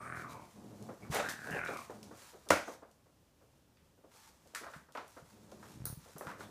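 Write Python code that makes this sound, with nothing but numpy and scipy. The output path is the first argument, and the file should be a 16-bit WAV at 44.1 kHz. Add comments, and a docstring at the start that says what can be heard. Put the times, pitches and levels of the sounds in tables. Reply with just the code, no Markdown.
"""A living room with a hard floor; two raccoons squabble a few metres from a hand-held camera's microphone.
They snarl in slow rattling pulses as slaps of the vocal folds and rasping air ring chest, throat, mouth
and teeth; they grunt, spit once and grumble with closed mouths. Paws and claws patter, scuff and skid,
and something hard bangs on the floor. The room rings briefly; close up, the hand creaks on the camera."""
import sys
import numpy as np
from scipy import signal
from scipy.io import wavfile
from scipy.ndimage import uniform_filter1d

SR = 44100
rng = np.random.default_rng(int(sys.argv[2]) if len(sys.argv) > 2 else 0)


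def dump_mix(stems):
    """Bounce the given channels to the path in sys.argv[1] as a 16-bit WAV at rate SR."""
    frames = np.atleast_2d(stems).T  # one column per channel
    limited = np.clip(frames, -1, 1)  # hard clip at full scale
    pcm = np.round(limited * 32767).astype(np.int16)
    wavfile.write(sys.argv[1], SR, pcm)


N = 286650
T = np.arange(N) / SR


def amp(db):
    return 10 ** (np.asarray(db) / 20)


def unit(x):
    """Scales to rms 1."""
    return x / np.sqrt(np.mean(x ** 2) + 1e-20)


def steady(x):
    """Holds the rms at 1 over a few pulse periods."""
    return x / np.sqrt(abs(uniform_filter1d(x ** 2, size=3200)) + 1e-14)


def read(points, hz):
    """Reads a spectrum on a log-frequency axis."""
    f, value = np.transpose(points)
    return np.interp(np.log(hz + 1), np.log(f), value)


def curves(rows):
    """Each column after the time as a curve over the whole scene."""
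    s, *columns = np.transpose(rows)
    return [np.interp(T, s, c) for c in columns]


def gate(rows):
    """One while a table lasts, with soft edges."""
    return uniform_filter1d(1. * ((T >= rows[0][0]) & (T <= rows[-1][0])), size=400)


def swell(start, length, db, attack_share, release_s):
    """Rises over a share of its length, holds, then dies away."""
    rise = np.clip((T - start) / (attack_share * length), 0, 1)
    return amp(db) * rise * np.exp(-np.maximum(T - start - length, 0) / release_s)


def wander(per_s):
    """A random curve of rms about 1, with per_s new values a second."""
    return np.interp(T * per_s, np.arange(N), rng.standard_normal(N))


def pulses(turns):
    """One click at each whole turn."""
    return 1. * (np.diff(np.floor(turns), prepend=np.floor(turns[0])) > 0)


def add(mix, s, sound):
    """Mixes a sound in at s seconds."""
    part = mix[max(round(s * SR), 0):][:len(sound)]
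    part += sound[:len(part)]


def colour(x, spectrum, shade=lambda hz: 0):
    """Causal filter of energy 1 from a spectrum and an optional extra dB rule."""
    hz = abs(np.fft.fftfreq(2048, 1 / SR)) + 1
    log_gain = np.log(amp(np.maximum(read(spectrum, hz) + shade(hz), -100)))
    taps = np.fft.ifft(np.exp(np.conj(signal.hilbert(log_gain)))).real
    return signal.fftconvolve(x, taps / np.linalg.norm(taps))[:len(x)]


def resonate(x, hz, width_hz):
    """A steep resonance that follows the curve hz."""
    turn = np.exp(2j * np.pi * np.cumsum(hz * np.ones(N)) / SR)
    r = np.exp(-np.pi * width_hz / SR)
    return 2 * (turn * signal.lfilter([(1 - r) ** 2], [1, -2 * r, r * r], x / turn + 1e-18)).real


# Room tone at the microphone. Each row: frequency in Hz, relative level in dB.
AIR_COLOUR = [(15, -44), (25, -19), (69, -6), (267, -13), (457, -19), (523, -15.5), (722, -22), (782, -21),
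              (2120, -31), (2920, -30), (4620, -33), (5140, -31), (15500, -38)]
def air():
    """The quiet room and the hiss of the microphone, wavering slightly."""
    waver = amp(.8 * wander(14))
    return amp(-68.5) * unit(colour(rng.standard_normal(N) * waver, AIR_COLOUR))


# The ring of the living room. Each row: frequency in Hz, seconds to fall 60 dB.
ROOM_DECAY = [(80, .48), (250, .35), (600, .33), (1400, .33), (4000, .37), (8000, .34), (15000, .29)]
def echoes():
    """The room's answer to one spot on the floor: a tail of energy 1 that lasts longest in the bass."""
    hz, t, noise = signal.stft(rng.standard_normal(SR // 2), SR, nperseg=256)
    fade = amp(-60 * t / read(ROOM_DECAY, hz)[:, None])
    tail = signal.istft(noise * fade, SR, nperseg=256)[1][:SR // 2]
    tail *= np.clip((T[:SR // 2] - .003) / .007, 0, 1)
    return tail / np.linalg.norm(tail)


def room(x, wet_db):
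    """The direct sound reaches the microphone, then three wall echoes and the tail."""
    tail = echoes()
    for s, gain in [(.0068, .25), (.0105, -0.17), (.0135, 0.18)]:
        add(tail, s, np.array([gain]))
    return (x + amp(wet_db) * signal.fftconvolve(x, tail)[:N]) / np.sqrt(1 + amp(wet_db) ** 2)


# Fur and paws sliding on the floor, and the faint rustle while the animals keep moving.
# Each row: start in seconds, length in seconds, level in dB.
SCUFFS = [(0, 0.048, -66), (0.137, 0.084, -59), (0.281, .055, -58.5), (1.101, 0.074, -43),
          (1.232, .04, -54), (1.289, 0.014, -42), (1.37, 0.22, -57.5), (1.624, 0.12, -57),
          (1.745, 0.11, -59), (1.876, 0.077, -67), (2.107, 0.2, -59), (2.65, 0.091, -58.5),
          (4.084, 0.21, -63.5), (4.674, 0.095, -64.5), (4.937, 0.032, -64.5), (5.05, 0.16, -68),
          (5.574, .18, -63.5), (5.972, 0.16, -65), (6.13, 0.18, -62.5), (6.38, 0.058, -58)]
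RUSTLES = [(0, 2.45, -68), (4.095, 0.71, -72), (4.95, 2.1, -69.5)]
# Their hiss from a few metres. Each row: frequency in Hz, relative level in dB.
SCUFF_COLOUR = [(530, -25), (900, 0.5), (1800, -5.5), (2480, -8), (2660, -9), (5180, -8), (6050, -7),
                (7770, -8.5), (11800, -13.5), (15500, -18)]
def scuffs():
    """Grainy friction hiss: single strokes over a faint uneven rustle."""
    grains = rng.standard_normal(N) * amp(2.1 * wander(500))
    stroke_power = sum(swell(*row, attack_share=0.37, release_s=0.02) ** 2 for row in SCUFFS)
    rustle = sum(swell(*row, attack_share=0.031, release_s=0.052) for row in RUSTLES)
    rustle *= amp(1.5 * wander(31))
    return unit(colour(grains, SCUFF_COLOUR)) * np.sqrt(stroke_power + rustle ** 2)


# Three open-mouthed snarls, a few metres off.
# Each row: time in seconds, effort in dB, mouth resonance in Hz.
WARNING = [(.005, -48.5, 1160), (.115, -46.5, 1490), (.195, -47, 1440), (.29, -53, 1050), (.37, -51, 910),
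           (.5, -72, 920)]
RETORT = [(1.225, -43, 1320), (1.28, -41.5, 1720), (1.37, -56, 1630), (1.44, -48, 1540), (1.51, -47, 1630)]
THREAT = [(1.51, -46, 1730), (1.555, -42, 1680), (1.62, -42, 1440), (1.675, -44, 1490), (1.735, -50, 1190),
          (1.79, -48, 1096), (1.86, -77, 990)]
# Each rattle slows as the air runs out. Each row: the snarl's course, time of one pulse in seconds,
# pulse rate there in Hz, slowing in Hz a second, breathiness from 0 to 1, seconds for the folds to catch.
RATTLES = [(WARNING, .1002, 42, 9, .2, .09), (RETORT, 1.2612, 39.6, 16, .14, .035),
           (THREAT, 1.6376, 42.6, 42, .13, .1)]
# The timbre of each snarl. Each row: mouth resonance width in Hz, teeth resonance in Hz,
# then chest, throat and teeth levels in dB relative to the mouth at full effort.
SNARL_TIMBRES = [(710, 2290, -5, -8.5, -16), (380, 2470, -9, -14.5, -24), (410, 2350, -10.5, -10, -8)]
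def snarl(course, pulse_at, rate, slowing, breath, catch_s,
          width_hz, teeth_hz, chest_db, throat_db, teeth_db):
    """Slow slaps of the vocal folds and rasping air ring chest, throat, mouth and teeth."""
    effort, mouth_hz = curves(course)
    slack_db = effort.max() - effort
    jaw_open = np.clip((mouth_hz - 1080) / 450, 0, 1)
    # more breath until the folds catch, and again as the jaws close
    loose = 1 - np.clip((T - course[0][0]) / catch_s, 0, 1) ** 4
    breathy = np.clip(breath + .6 * loose + 0.55 * (1 - jaw_open) ** 2, 0, 1)
    age = np.clip(T - pulse_at, -.5, .5)
    turns = (T - pulse_at) * (rate - slowing * age / 2)
    stray_slaps = .35 * (rng.random(N) < 25 / SR)
    slaps = unit((pulses(turns) + stray_slaps) * amp(1.5 * wander(40)))
    airflow = 5.1 + np.exp(-(turns % 1) / 0.028)
    rasp = unit(rng.standard_normal(N) * airflow * amp(2 * wander(250)))
    drive = np.sqrt(1 - breathy) * slaps + np.sqrt(breathy) * rasp
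    # open jaws damp the mouth resonance; as they close it sinks and narrows to a whine
    wide = steady(resonate(drive, mouth_hz, width_hz))
    whine = steady(resonate(drive, mouth_hz, width_hz=250))
    mouth = amp(-slack_db) * steady(jaw_open * wide + (1 - jaw_open) * whine)
    # the lips draw back and lift the teeth resonance
    bared_hz = teeth_hz + 2.4 * np.maximum(mouth_hz - 1540, 0)
    # the teeth ring only when pushed; throat and chest hold on as the effort drops
    teeth = amp(teeth_db - 0.89 * slack_db) * steady(resonate(drive, bared_hz, width_hz=510))
    throat = amp(throat_db - 0.48 * slack_db) * steady(resonate(drive + rasp, 720, width_hz=290))
    chest = amp(chest_db - 0.55 * slack_db) * steady(resonate(drive + 0.15 * rasp, 135, width_hz=330))
    band = signal.butter(3, [70, 3400], "band", fs=SR, output="sos")
    voice = signal.sosfilt(band, mouth - teeth + throat + chest)
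    return amp(effort.max()) * voice * gate(course)


# Pads and claws skidding on the varnish.
# Each row: middle in seconds, half length in seconds, squeal in Hz, level in dB.
SKIDS = [(0.066, .07, 8800, -65.5), (0.158, .03, 9900, -66.5), (1.034, .011, 2230, -58),
         (1.678, .012, 3780, -59), (0.307, 0.019, 3870, -64.5), (2.684, .04, 6350, -61.5),
         (6.458, .025, 3460, -69)]
def skids():
    """Friction noise gathers round one squealing pitch."""
    out = np.zeros(N)
    for s, half_length, hz, db in SKIDS:
        squeal = unit(resonate(rng.standard_normal(N), hz, width_hz=.13 * hz))
        out += amp(db) * np.exp(-((T - s) / half_length) ** 2) * squeal
    return out


# Grumbles, faint across the room. Each row: start in seconds, length in seconds, level in dB.
GRUMBLES = [(0.532, 0.24, -53), (0.785, 0.12, -50), (0.991, 0.19, -51.5), (1.882, 0.25, -55),
            (5.298, 0.24, -60), (5.517, 0.29, -58.5), (6.21, 0.3, -56)]
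# Their muffled tone. Each row: frequency in Hz, relative level in dB.
GRUMBLE_COLOUR = [(50, -20), (105, 0), (160, -4.5), (210, 4.5), (270, -5), (400, -6.5), (700, -13.5),
                  (1200, -22.5), (2200, -44.5), (5000, -68.5)]
def grumbles(pitch_hz=105):
    """A low uneven voice muffled by the closed mouth."""
    turns = np.cumsum(pitch_hz * (1 + 0.038 * wander(60))) / SR
    drive = unit(pulses(turns) * amp(wander(70))) + 1.8 * rng.standard_normal(N)
    level = sum(swell(*row, attack_share=0.17, release_s=0.031) for row in GRUMBLES)
    return steady(colour(drive, GRUMBLE_COLOUR)) * level


def blow(decay_s, rise_s, wet_db):
    """One contact, a puff of noise with the echoes of its own spot; a longer one carries more energy."""
    t = T[:SR // 2]
    puff = rng.standard_normal(len(t)) * np.exp(-t / decay_s) * (1 - np.exp(-t / rise_s))
    gain = np.sqrt(decay_s * SR / 2 / (1 + amp(wet_db) ** 2))
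    return gain * (puff / np.linalg.norm(puff) + amp(wet_db) * echoes())


# Claws and hard things ticking on the floor.
# Each row: start in seconds, level in dB, tilt above 2 kHz in dB per octave.
TICKS = [(.825, -51, 0), (1.146, -30.5, 4), (1.288, -36, -3), (1.508, -45, 3), (1.649, -46.5, 1),
         (1.674, -42, -12), (1.771, -44, -1), (2.029, -46, -.5), (2.488, -37.5, -0.5), (2.913, -60.5, -0.5),
         (3.77, -59.5, -14.5), (4.473, -55.5, -1.5), (4.549, -34, 0.5), (4.558, -42, 8), (4.922, -54, 0),
         (4.95, -42, -19), (4.973, -41.5, -12), (5.079, -53, 7), (5.517, -52, -3), (6.182, -38.5, 12.5),
         (6.406, -48.5, -11)]
# The tone of a tick and of the snap. Each row: frequency in Hz, relative level in dB.
TICK_COLOUR = [(300, -37.5), (1500, -6.5), (3000, -1.5), (6000, 2.5), (8000, -0.5), (11000, -3),
               (15500, -13)]
SNAP_COLOUR = [(1500, -8.5), (3000, -26), (4100, -10), (5000, -12), (6400, -8.5), (7600, -20), (9300, 0),
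               (10000, -4), (10800, -1.5), (12200, -12), (14600, 0), (15500, -3)]
def ticks():
    """Brief hard contacts make bright clicks, and one brittle snap."""
    out = np.zeros(N)
    for s, db, tilt in TICKS:
        hardness = lambda hz: tilt * np.log2(np.maximum(hz, 2000) / 2000)
        add(out, s, amp(db) * colour(blow(0.0031, rise_s=.0003, wet_db=-0.5), TICK_COLOUR, hardness))
    add(out, 5.8543, amp(-22.5) * colour(blow(0.0016, rise_s=.0015, wet_db=1), SNAP_COLOUR))
    return out


# The hard floor's modes. Each row: frequency in Hz, relative level in dB, seconds to fall 60 dB.
FLOOR_MODES = [(90, -15, 0.2), (194, -14, .2), (302, -1, 0.13), (361, -10, 0.079), (516, -7, .14),
               (571, -8, 0.084), (623, -10.5, 0.11), (690, -19.5, 0.35), (864, -14, 0.15), (992, 1, 0.062),
               (1355, -17, 0.1), (1393, -3, .13)]
def floor_ring():
    """The modes of the struck floor dying away."""
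    t = T[:SR // 5]
    ring = sum(amp(db - 60 * t / t60) * np.sin(2 * np.pi * hz * t) for hz, db, t60 in FLOOR_MODES)
    return np.pad(ring * np.minimum(t / 0.0013, 1), (0, SR // 2 - len(t)))


# The tone all knocks share. Each row: frequency in Hz, relative level in dB.
KNOCK_COLOUR = [(60, -26), (200, 8.5), (370, 3.5), (560, 2), (820, -5), (1050, -3), (1400, -0.5),
                (2100, -6), (2900, -11), (6000, -4.5), (15000, 1)]
def knock(db, centre_hz, decay_s):
    """A short blow that rings the floor; a softer contact swells more slowly and lasts longer."""
    contact_band = lambda hz: -14 * np.hypot(np.log2(hz / centre_hz), .55)
    ring = amp(-6.5) * np.sqrt(decay_s) * floor_ring()
    contact = blow(decay_s, rise_s=0.38 * decay_s, wet_db=0)
    return amp(db) * colour(contact + ring, KNOCK_COLOUR, contact_band)


# Paws and small things knocking on the floor, a few metres off.
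# Each row: start in seconds, level in dB, centre in Hz, decay in seconds.
KNOCKS = [(0.887, -38.5, 626, 0.011), (1.05, -38.5, 910, 0.00088), (1.688, -31.5, 620, 0.0044),
          (1.896, -35.5, 650, 0.0052), (2.109, -44, 700, 0.008), (2.333, -47, 560, 0.012),
          (2.459, -53.5, 600, 0.054), (2.674, -37.5, 720, 0.015), (2.82, -48.5, 696, 0.016),
          (3.057, -61, 700, 0.0094), (3.411, -60.5, 583, 0.015), (3.976, -60.5, 502, 0.011),
          (4.036, -54.5, 525, 0.016), (4.535, -47.5, 590, 0.0029), (4.548, -33.5, 1860, 0.0028),
          (4.557, -35, 1870, 0.004), (4.61, -38, 680, 0.0029), (4.634, -40, 1110, 0.0068),
          (4.665, -36, 905, 0.0035), (4.735, -40.5, 1330, 0.0059), (4.885, -55, 900, 0.0071),
          (4.951, -35, 960, 0.0058), (4.973, -35, 845, 0.0066), (5.164, -44.5, 750, .012),
          (5.517, -47, 587, 0.0069), (5.627, -44, 1040, 0.0054), (6.209, -34, 780, 0.0045),
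          (6.268, -31, 1190, 0.0026), (6.285, -44.5, 1170, 0.041), (6.406, -38, 950, 0.0042)]
# Stretches of walking. Each row: start in seconds, end in seconds, level in dB.
WALKS = [(2.001, 2.35, -57), (4.079, 4.5, -61), (5.998, 6.5, -45.5)]
def knocks(step_s=0.16, spread_db=2.5):
    """The distinct knocks, and soft uneven footfalls between them."""
    out = np.zeros(N)
    for s, *row in KNOCKS:
        add(out, s, knock(*row))
    for start, end, db in WALKS:
        for s in np.arange(start, end, step_s):
            lands_at = s + step_s * rng.random() / 2
            step_db = db + spread_db * rng.standard_normal()
            add(out, lands_at, knock(step_db, centre_hz=620, decay_s=0.0094))
    return out


# Low thuds: weight landing softly on the floor, and at 5.973 s the hand's last jolt on the camera. # Each row:
# start in seconds, level in dB, pitch in Hz.
THUMPS = [(1.099, -29, 132), (1.511, -36.5, 187), (1.535, -35, 165), (3.824, -62, 150), (4.762, -43.5, 162),
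          (5.224, -46.5, 122), (5.973, -39.5, 134), (6.155, -43, 172), (6.27, -38.5, 160)]
def thumps():
    """A few low cycles of the floor under a landing paw, or of the camera's case jolted by the hand."""
    out, t = np.zeros(N), T[:SR // 5]
    age = t / 0.0022
    for s, db, hz in THUMPS:
        add(out, s, amp(db) * age * np.exp(1 - age) * np.sin(2 * np.pi * hz * t))
    return out


# The spit of the lunge, from a few metres. Each row: frequency in Hz, relative level in dB.
SPIT_COLOUR = [(47, -48), (80, -40), (241, -2), (300, -12.5), (456, 1), (809, 2.5), (1010, -5),
               (1430, -3.5), (2280, -7), (3390, -16), (3780, -10.5), (4410, -20), (7660, -22), (15500, -54)]
def spit():
    """An explosive, fluttering blast of air swells, holds and is cut off."""
    breath = rng.standard_normal(N) * amp(2 * wander(220))
    level = swell(start=1.1144, length=0.088, db=-34.5, attack_share=0.36, release_s=0.035)
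    return steady(colour(breath, SPIT_COLOUR)) * level


# Short grunts that break into the snarls. Each row: start in seconds, length in seconds, level in dB.
GRUNTS = [(1.45, 0.091, -48.5), (1.544, 0.037, -40.5), (1.694, 0.053, -47.5)]
def grunts():
    """Fluttering air rings the throat alone."""
    breath = rng.standard_normal(N) * amp(3.4 * wander(150))
    level = sum(swell(*row, attack_share=0.22, release_s=0.015) for row in GRUNTS)
    return steady(resonate(breath, 566, width_hz=550)) * level


# The dull crunch of the bang across the room. Each row: frequency in Hz, relative level in dB.
BANG_COLOUR = [(50, -15.5), (150, -16.5), (320, -1.5), (400, -7), (560, 5), (850, -3.5), (1100, -3),
               (1450, 1.5), (1750, -7), (2200, -4), (3200, -17.5), (6000, -20.5), (10000, -34.5),
               (15000, -34)]
def bang():
    """A hard edge cracks on the floor, then the full weight lands and rings."""
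    out, t = np.zeros(N), T[:SR // 2]
    add(out, 2.5037, amp(-23) * colour(blow(0.0035, rise_s=.0002, wet_db=-2), TICK_COLOUR))
    add(out, 2.505, amp(-14) * colour(blow(0.006, rise_s=0.00033, wet_db=-1), BANG_COLOUR))
    # the weight lands as one blunt push with little treble
    blunt = lambda hz: -10 * np.log10(1 + (hz / 1700) ** 4)
    add(out, 2.5068, amp(-3) * colour(1. * (t == 0), BANG_COLOUR, blunt))
    add(out, 2.505, amp(-21) * floor_ring())
    return out


# Handling noise, right at the microphone. Each row: time in seconds, slips a second, level in dB.
HAND_SLIPS = [(5.72, 55.6, -53), (5.81, 56, -38), (5.85, 64, -36), (5.89, 45, -38.5), (5.94, 46, -32.5)]
def hand_creak(case_hz=125):
    """Skin sticks and slips unevenly on the camera; each slip jolts its case."""
    rate, db = curves(HAND_SLIPS)
    uneven = 1 + np.tanh(wander(70)) / 2
    turns = np.cumsum(rate * uneven * gate(HAND_SLIPS)) / SR
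    slips = pulses(turns) * amp(db + 0.75 * wander(59.5))
    t = T[:SR // 10]
    fade = np.exp(-t / 0.0071) * (1 - np.exp(-t / 0.000057))
    jolt = -fade * np.sin(2 * np.pi * case_hz * t + .5)
    return signal.fftconvolve(slips, jolt)[:N]


def scene():
    """Voices, scuffles and blows out in the room, the camera's own noises close up; mono."""
    snarls = sum(snarl(*rattle, *timbre) for rattle, timbre in zip(RATTLES, SNARL_TIMBRES))
    animals = room(snarls, wet_db=-3.5)
    animals += room(grumbles() + grunts() + spit() + scuffs() + skids(), wet_db=-8)
    floor = bang() + knocks() + ticks() + room(thumps(), wet_db=-5)
    return (animals + floor + hand_creak() + air())[None]


def record(dry):
    """The small microphone loses the deepest bass; the highest treble is cut off."""
    thin = signal.sosfilt(signal.butter(2, 42, "high", fs=SR, output="sos"), dry)
    band_limit = signal.firwin(511, 15450, window=("kaiser", 9), fs=SR)
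    return signal.oaconvolve(thin, band_limit[None], "same")


dry = scene()
out = record(dry)
dump_mix(out)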